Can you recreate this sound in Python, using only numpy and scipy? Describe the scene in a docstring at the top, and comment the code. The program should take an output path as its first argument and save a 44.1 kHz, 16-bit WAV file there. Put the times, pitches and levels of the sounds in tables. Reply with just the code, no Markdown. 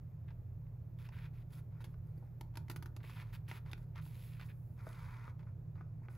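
"""Fingers on book pages

Fingers slide over and flick the paper pages of a book on a desk, close below a two-port microphone.
Skin on paper is shaped noise with uneven grain: drag, scrape and swish. Page snaps and a few dull
fingertip knocks on the desk are a click, a crackle and ringing modes. Sparse echoes follow. In the
quiet room an appliance hums and rumbles, made of a sine and narrow noise bands; hiss and a faint
electronic whine lie on top."""
import sys
import numpy as np
from scipy import signal
from scipy.fft import rfft, irfft
from scipy.io import wavfile
from scipy.ndimage import uniform_filter1d

SR = 44100
rng = np.random.default_rng(int(sys.argv[2]) if len(sys.argv) > 2 else 0)


def convert_level_to_amplitude(level_db):
    """Map a level in decibels to its linear amplitude factor."""
    exponent = np.asarray(level_db, float) / 20
    return 10 ** exponent


def to_wav(s):
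    """Save 16-bit WAV."""
    ch = np.atleast_2d(s).T  # columns
    pcm = np.round(np.clip(ch, -1, 1) * 32767)  # PCM
    wavfile.write(sys.argv[1], SR, pcm.astype(np.int16))


N = 272097  # samples, about 6.17 s

# left-right likeness of the room sound, hiss and echoes: f/Hz, share/0-1
ROOM_LIKENESS = [(60, .99), (130, .98), (290, .85), (640, .5), (1400, .3), (3000, .5), (7000, .8),
                 (8300, .995), (15000, .995)]


def evened(x):
    """Scales to rms 1."""
    return x / np.sqrt(np.mean(x ** 2) + 1e-20)


def read(points, hz, axis=1):
    """Reads one column of a table, interpolated on a log-frequency axis."""
    table = np.transpose(points)
    return np.interp(np.log(hz + 1), np.log(table[0] + 1), table[axis])


def coloured(x, points):
    """Causal minimum-phase filter with the given spectrum, falling away beyond its ends."""
    hz = abs(np.fft.fftfreq(8192, 1 / SR))
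    closed = [(20, points[0][1] - 50)] + list(points) + [(SR / 2, points[-1][1] - 60)]
    log_gain = np.log(convert_level_to_amplitude(read(closed, hz)))
    taps = np.fft.ifft(np.exp(np.conj(signal.hilbert(log_gain)))).real[:4096]
    return signal.oaconvolve(x, taps)[:len(x)]


def resonate(x, hz, width):
    """Narrow resonance: shifts hz down to zero, smooths twice, and shifts back."""
    turn = np.exp(2j * np.pi * hz * np.arange(len(x)) / SR)
    r = np.exp(-np.pi * width / SR)
    slow = signal.lfilter([1 - r], [1, -r], x / turn)
    slow = signal.lfilter([1 - r], [1, -r], slow)
    return 2 * (turn * slow).real


def tilted(x, slope_db, centre_hz=2000):
    """Tips the short-time spectrum about its centre by a slope in dB per octave that may change in time."""
    hz, t, z = signal.stft(x, SR, nperseg=128)
    slope_db = np.interp(t * SR, np.arange(len(x)), slope_db * np.ones(len(x)))
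    octaves = np.log2(np.maximum(hz, 300) / centre_hz)[:, None]
    return signal.istft(z * convert_level_to_amplitude(octaves * slope_db), SR, nperseg=128)[1][:len(x)]


def pair(a, b, same):
    """Two channels from two unrelated versions of a sound, alike by a share per frequency."""
    c = np.clip(read(same, np.fft.rfftfreq(N, 1 / SR)), 0, 1)
    along = np.sqrt((1 + c) / 2) * rfft(a)
    across = np.sqrt((1 - c) / 2) * rfft(b)
    return irfft(np.array([along + across, along - across]), N)


def fingers():
    """Fibres catch the skin as dense uneven grains: a dull drag, a crisp scrape and a smoother airy swish."""
    # spectra of the three kinds of rub: f/Hz, level/dB
    drag_colour = [(500, -16), (750, -9.5), (920, 7.5), (1100, 5), (1250, 3.5), (1430, 5), (1680, -2),
                   (2000, 1.5), (2550, -3.5), (2900, -49.5), (3600, -37), (4200, -31.5), (4700, -23.5),
                   (6500, -27)]
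    scrape_colour = [(1000, -21), (1500, -1), (2000, 2), (2500, 5), (2850, -0.5), (3500, -1.5), (4650, -10),
                     (5450, -12.5), (6450, -18.5), (8000, -6.5), (11000, -11.5)]
    swish_colour = [(4000, -20), (6000, -19), (8000, -9), (11000, -3), (13000, -1.5), (15000, -4),
                    (15700, -4.5)]
    # resonant bands of a rubbed page: f/Hz, level/dB
    page_bands = [(100, 1.5), (3000, -3.5), (3600, -1), (4200, -0.5), (4650, 1.5), (5050, 2.5), (5400, 0),
                  (6000, -1), (6450, 5), (7000, -7), (16000, -3)]
    # left-right likeness of the touches: f/Hz, share/0-1
    likeness = [(500, .75), (1400, .9), (3000, .97), (6000, .98), (8300, .998), (15000, .998)]
    drag_db, scrape_db, swish_db = touches()
    # scrape slope in dB per octave rises with swish over scrape and with drag over scrape
    slope_db = 5 + 0.62 * (swish_db - scrape_db) + 0.3 * (drag_db - scrape_db)
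    slope_db = np.clip(slope_db, -10, 10)
    clumps = rng.exponential(1, N // 60 + 1)
    catches = convert_level_to_amplitude(1.53 * uniform_filter1d(clumps, 2).repeat(60)[:N])  # clumps of 2-3 ms
    # single fibres breaking loose under a scrape, about 120 a second
    ticks = convert_level_to_amplitude(6 + 3.5 * np.minimum(rng.exponential(1, N), 3)) * (rng.random(N) < 120 / SR)
    ticks = np.convolve(ticks, np.exp(-np.arange(88) / 22))[:N]  # decay constant about 0.5 ms
    versions = []
    for noise in rng.standard_normal((2, 3, N)):
        drag = evened(coloured(noise[0] * catches, drag_colour)) * convert_level_to_amplitude(drag_db)
        scrape = evened(coloured(noise[1] * (catches + ticks), scrape_colour)) * convert_level_to_amplitude(scrape_db)
        scrape = tilted(scrape, slope_db, centre_hz=2650)
        swish = evened(coloured(noise[2] * catches ** 0.43, swish_colour)) * convert_level_to_amplitude(swish_db)
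        versions.append(coloured(drag + scrape, page_bands) + swish)
    return pair(*versions, likeness)


def touches():
    """Levels in dB of drag, scrape and swish: every touch lands fast and lifts more slowly."""
    # short strokes of a finger on paper: start t/s, length t/s, drag level/dB, scrape level/dB, swish level/dB
    strokes = [(0.281, 0.032, -83, -70.5, -93), (0.989, 0.045, -71, -69, -77),
               (1.049, 0.019, -73, -63, -74), (1.125, 0.14, -69, -63, -79),
               (1.333, 0.089, -77.5, -75.5, -85), (1.506, 0.024, -74, -79, -80),
               (1.524, 0.072, -70, -71, -72), (1.713, .095, -74.5, -87, -103),
               (1.809, 0.014, -67, -69, -75), (1.835, 0.097, -83, -87, -88), (2.05, 0.23, -82, -97, -95),
               (3.034, .12, -69.5, -63.5, -72), (3.159, 0.067, -62, -58.5, -72),
               (3.242, 0.063, -72, -74.5, -86), (3.333, 0.025, -65.5, -59.5, -66),
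               (3.485, 0.094, -61.5, -59, -68.5), (3.66, 0.048, -64.5, -70, -82),
               (3.767, 0.076, -78, -84, -84), (3.958, 0.034, -59.5, -59.5, -79),
               (4.396, 0.038, -64.5, -59.5, -73.5), (4.445, .03, -73, -82, -74.5),
               (4.487, 0.024, -80, -63, -75.5), (4.525, 0.23, -99, -103, -83.5),
               (5.396, 0.014, -70, -72, -89), (5.465, 0.028, -73.5, -95, -99),
               (5.763, 0.054, -68.5, -91, -104), (6.031, 0.026, -70, -102, -90),
               (6.101, 0.14, -69, -84.5, -80.5)]
    # two long slides across the page, as paths: t/s, drag level/dB, scrape level/dB, swish level/dB
    slides = [
        [(4.015, -80, -71, -74), (4.06, -85, -71.5, -68.5), (4.12, -73, -70, -73.5), (4.25, -76, -68, -68),
         (4.385, -76, -68, -77)],
        [(4.765, -83, -87, -93), (4.792, -61, -74, -84), (4.83, -65, -82, -84.5), (4.89, -61, -75, -75),
         (4.96, -62, -70, -78), (5.05, -59, -69, -77.5), (5.2, -60.5, -72, -84), (5.303, -61, -75, -84)],
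    ]
    # pressure grows and speed sags along a stroke, start to end: drag, scrape, swish change/dB
    dig_in_db = (3.5, -1, -1)
    land_db_per_s, lift_db_per_s = 2194, 895
    brush_db, brush_db_per_s = 16, 501  # a light brush leads in: dB under the touch, and how fast it grows
    t = np.arange(0, N, 32) / SR
    power = np.full((3, 1), 1e-11)
    half_change = np.divide(dig_in_db, 2)
    paths = []
    for s, length, *db in strokes:
        paths.append([(s, *np.subtract(db, half_change)), (s + length, *np.add(db, half_change))])
    for path in paths + slides:
        s, *columns = np.transpose(path)
        early = np.maximum(s[0] - t, 0)
        late = np.maximum(t - s[-1], 0)
        away_db = np.minimum(land_db_per_s * early, brush_db + brush_db_per_s * early) + lift_db_per_s * late
        level_db = np.array([np.interp(t, s, c) for c in columns]) - away_db
        power = power + convert_level_to_amplitude(level_db) ** 2
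    return [np.interp(np.arange(N) / SR, t, 10 * np.log10(p)) for p in power]


def snaps_and_knocks():
    """Page snaps, and a few dull fingertip knocks on the desk: a click, a short crackle and ringing modes."""
    # page snaps and dull knocks: t/s, level/dB, brightness/dB per octave, centre of the ring f/Hz,
    # crackle decay t/ms
    hits = [(0.281, -64, -3, 2050, 5.7), (0.3061, -56.5, -3.5, 900, 3.8), (0.6682, -69, -3, 2500, 3.3),
            (1.089, -50, -2, 2500, 3.2), (1.8051, -53, -3.5, 1450, 8.9), (1.8425, -47.5, 1, 3500, 10.6),
            (1.9418, -62, -4, 1450, 2.8), (2.1777, -66.5, 13, 4650, 7.5), (2.225, -57, -15, 900, 12),
            (2.274, -69, -9, 2500, 10), (2.4104, -42.5, 1, 900, 4), (2.5388, -61, -2, 900, 9),
            (2.555, -48.5, 0, 900, 6.1), (2.5719, -40, 0, 900, 3.7), (2.683, -53, 0, 2050, 4.5),
            (2.6987, -37.5, 2, 900, 6.7), (2.7132, -45, 2.5, 2050, 7.2), (2.761, -41.5, 2.5, 1450, 7.2),
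            (2.825, -44.5, 1, 1250, 6), (2.859, -46, 1, 1450, 6.7), (2.9643, -46, 0.5, 900, 5.2),
            (3.004, -58, -4, 2050, 13), (3.0406, -46.5, -7, 900, 4.5), (3.0961, -50, -1, 1450, 7.8),
            (3.1615, -59, -4, 1450, 19), (3.3276, -54.5, -1.5, 2050, 19), (3.4847, -49.5, 1.5, 2050, 11),
            (3.5138, -39, -2, 2050, 3.5), (3.6613, -56.5, -4, 900, 2.5), (3.7146, -50.5, 1.5, 3500, 10),
            (3.7325, -38.5, -1, 2790, 1.8), (3.7777, -59, -1, 1250, 6.6), (3.9579, -51, -2, 900, 5.3),
            (3.9795, -51, -0.5, 2050, 2.1), (4.0627, -56.5, 0, 900, 5.4), (4.3973, -50, -2.5, 1450, 1.6),
            (4.4125, -47.5, -3, 2500, 0.91), (4.869, -47, -17, 1250, 3), (5.2788, -46.5, -9, 1150, 1.2),
            (5.3928, -61, -2.5, 900, 6.6), (5.4287, -59.5, -4.5, 900, 6.2), (5.4706, -61.5, -8, 1250, 2.3),
            (5.7556, -59, -5.5, 900, 14), (5.8095, -49, -10, 1145, 4.4), (6.0203, -61, -11, 900, 3.5),
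            (6.0846, -45.5, -6, 1610, 3)]
    # how page and desk colour a hit: f/Hz, level/dB
    paper = [(300, -7.5), (700, -5), (900, 8.5), (1100, 0.5), (1430, 3.5), (1680, 0), (2000, 1),
             (2500, -4.5), (2950, -6), (3600, -6.5), (5000, -8), (7500, -16.5), (11000, -9), (15700, -13)]
    # modes of page and desk: f/Hz, level/dB, t60/s
    desk = [(333, 1.5, 0.024), (640, 6.5, 0.05), (900, -0.5, 0.02), (1250, 2.5, 0.018), (1450, -1.5, 0.027),
            (2050, 1, 0.012), (2500, 5.5, 0.0045), (3500, 10.5, 0.0068), (4650, 4.5, 0.014)]
    # a fingertip knocks on the desk and rings its second mode: t/s, drive level/dB
    knock = (4.8685, -53.5)
    # left-right likeness of the hits: f/Hz, share/0-1
    likeness = [(500, 0.69), (1400, 1), (3000, 0.84), (6000, 0.67), (9000, 0.88), (15000, 0.54)]
    reach = 0.32  # octaves of modes that one hit excites
    out, t = np.zeros((2, N + 4410)), np.arange(4410) / SR
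    modes = np.array([convert_level_to_amplitude(db - 60 * t / t60) * np.sin(2 * np.pi * hz * t) for hz, db, t60 in desk])
    modes = modes * (1 - np.exp(-t / 0.00018))  # the ring starts softly
    click = 7. * (t == 0)
    noises = rng.standard_normal((len(hits), 2, 4410))
    for (s, db, slope_db, focus_hz, ms), noise in zip(hits, noises):
        crackle = noise * 5.2 * np.exp(-(1000 * t / max(ms, .5)) ** 1.06)
        # a dull hit is a soft contact with a lower treble edge
        soft = signal.butter(2, np.clip(12000 * 2 ** (0.22 * slope_db), 800, 20000), fs=SR)
        along, across = (signal.lfilter(*soft, tilted(coloured(n, paper), slope_db))
                         for n in (crackle[0] + click, crackle[1]))
        # the place of the hit picks the modes
        near = np.exp(-(np.log2(np.transpose(desk)[0] / focus_hz) / reach) ** 2)
        # clean, short and dull hits ring most
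        ring = convert_level_to_amplitude(1 - 0.86 * ms - 0.14 * slope_db) * near @ modes
        # crisp snaps slap down hardest on the lowest mode
        thump = convert_level_to_amplitude(-7 + 1.5 * slope_db) * modes[0]
        size, at = convert_level_to_amplitude(db) / abs(along).max(), round(s * SR)
        out[0, at:at + 4410] += size * along + convert_level_to_amplitude(db) * (ring + thump)
        out[1, at:at + 4410] += size * across
    knock_s, knock_db = knock
    at = round(knock_s * SR)
    out[0, at:at + 4410] += convert_level_to_amplitude(knock_db) * modes[1]
    return pair(*out[:, :N], likeness)


def echoes(x):
    """Room reflections: sparse taps of random sign, each band dying at its own speed."""
    # decay of the echoes: f/Hz, t60/s
    decay = [(300, 0.73), (2000, 0.18), (10000, 0.17)]
    taps = np.zeros((2, SR // 2))
    at = np.arange(150, SR // 2 - 20, 20)
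    at = at + rng.integers(0, 20, (2, len(at)))
    np.put_along_axis(taps, at, rng.choice([-1., 1.], at.shape), 1)
    hz, t, z = signal.stft(taps, SR, nperseg=256)
    fade = convert_level_to_amplitude(-60 * t / read(decay, hz)[:, None])
    tail = signal.istft(z * fade, SR, nperseg=256)[1]
    return signal.fftconvolve(x, tail / np.linalg.norm(tail[0]), axes=1)[:, :N]


def appliance():
    """A mains hum over rumbling air that excites the low room resonances."""
    # air rumble ringing in the room: f/Hz, width of each smoothing/Hz, rms level/dB
    rumble_bands = [(40.95, 4.9, -61), (63.5, 31, -61), (86.56, 21, -53.5), (102.82, 7.14, -55),
                    (152.97, 15.3, -54.5)]
    # spectrum of the broad room tone: f/Hz, level/dB
    room_colour = [(150, -10), (185, -3.5), (220, 1.5), (260, -4.5), (360, -8), (550, -11.5), (770, -16.5),
                   (1000, -20.5), (1500, -26.5), (2600, -34), (2900, -41), (8000, -50)]
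    # steady hum: f/Hz, rms level/dB
    hum_tones = [(119.8, -51)]
    t = np.arange(N) / SR
    versions = []
    for noise in rng.standard_normal((2, N + SR // 2)):  # the first half second lets the resonances settle
        rumble = sum(convert_level_to_amplitude(db) * evened(resonate(noise, hz, width)) for hz, width, db in rumble_bands)
        room_tone = convert_level_to_amplitude(-66.5) * evened(coloured(noise, room_colour))
        versions.append((rumble + room_tone)[-N:])
    hum = sum(np.sqrt(2) * convert_level_to_amplitude(db) * np.sin(2 * np.pi * (hz * t + rng.random())) for hz, db in hum_tones)
    return pair(*versions, ROOM_LIKENESS) + hum


def electronics():
    """Microphone hiss, and a high whine of two sines over a narrow band of fuzzy noise."""
    # spectrum of the hiss: f/Hz, level/dB
    hiss_colour = [(3000, -4), (7000, -4), (11000, -2), (15500, 0.5)]
    # whine tones before the fade: f/Hz, rms level/dB
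    whine_tones = [(14494, -93.5), (14615, -89.5)]
    # the whine swells, then sinks late on: t/s, level/dB
    whine_fade = [(0, 0), (1.2, 1), (5.0, 3), (5.4, -14), (6.17, -18)]
    # steady fuzz around the whine: width of each smoothing/Hz, rms level/dB
    whine_fuzz = (260, -91)
    t = np.arange(N) / SR
    a, b, c = rng.standard_normal((3, N))
    hiss = pair(coloured(a, hiss_colour), coloured(b, hiss_colour), ROOM_LIKENESS)
    hiss = convert_level_to_amplitude(-90) * evened(hiss)
    whine = sum(np.sqrt(2) * convert_level_to_amplitude(db) * np.sin(2 * np.pi * (hz * t + rng.random())) for hz, db in whine_tones)
    whine = whine * convert_level_to_amplitude(np.interp(t, *np.transpose(whine_fade)))
    width, db = whine_fuzz
    fuzz = convert_level_to_amplitude(db) * evened(resonate(c, 14550, width))
    return hiss + fuzz + whine


def scene():
    """Hands on paper and desk with their echoes, over the room."""
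    hands = fingers() + snaps_and_knocks()
    tail = pair(*echoes(hands), ROOM_LIKENESS)
    return hands + convert_level_to_amplitude(-11.5) * tail + appliance() + electronics()


def top_cut(x):
    """Nothing passes above the cut-off."""
    return signal.sosfilt(signal.butter(12, 16540, fs=SR, output="sos"), x)


def record(dry):
    """The two ports differ in phase and level, so the treble cancels in turn in their sum and difference."""
    # the two ports: f/Hz, left phase lead/rad, left minus right level/dB
    ports = [(60, 0, -1.2), (150, 0.05, -2), (500, .3, 1.4), (1640, .8, 0.1), (2400, 0.05, .5),
             (3270, -.5, 0.1), (4400, 0.05, -2), (7200, .2, -.2), (8300, 2.8, 0), (9400, 3.5, 0),
             (10600, 5.8, 0), (11800, 6.7, 0), (12400, 7.8, 0), (12900, 9.1, 0), (13800, 9.8, 0),
             (14300, 10.9, 0), (15600, 12.5, 0)]
    hz = np.fft.rfftfreq(N, 1 / SR)
    half = np.exp(.5j * read(ports, hz)) * convert_level_to_amplitude(read(ports, hz, axis=2) / 2)  # each port takes half
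    edge = np.clip((15850 - hz) / 100, .03, 1)  # the band ends steeply
    mix = irfft(edge * rfft(dry) * np.array([half, 1 / half]), N)
    return top_cut(mix)


dry = scene()
out = record(dry)
to_wav(out)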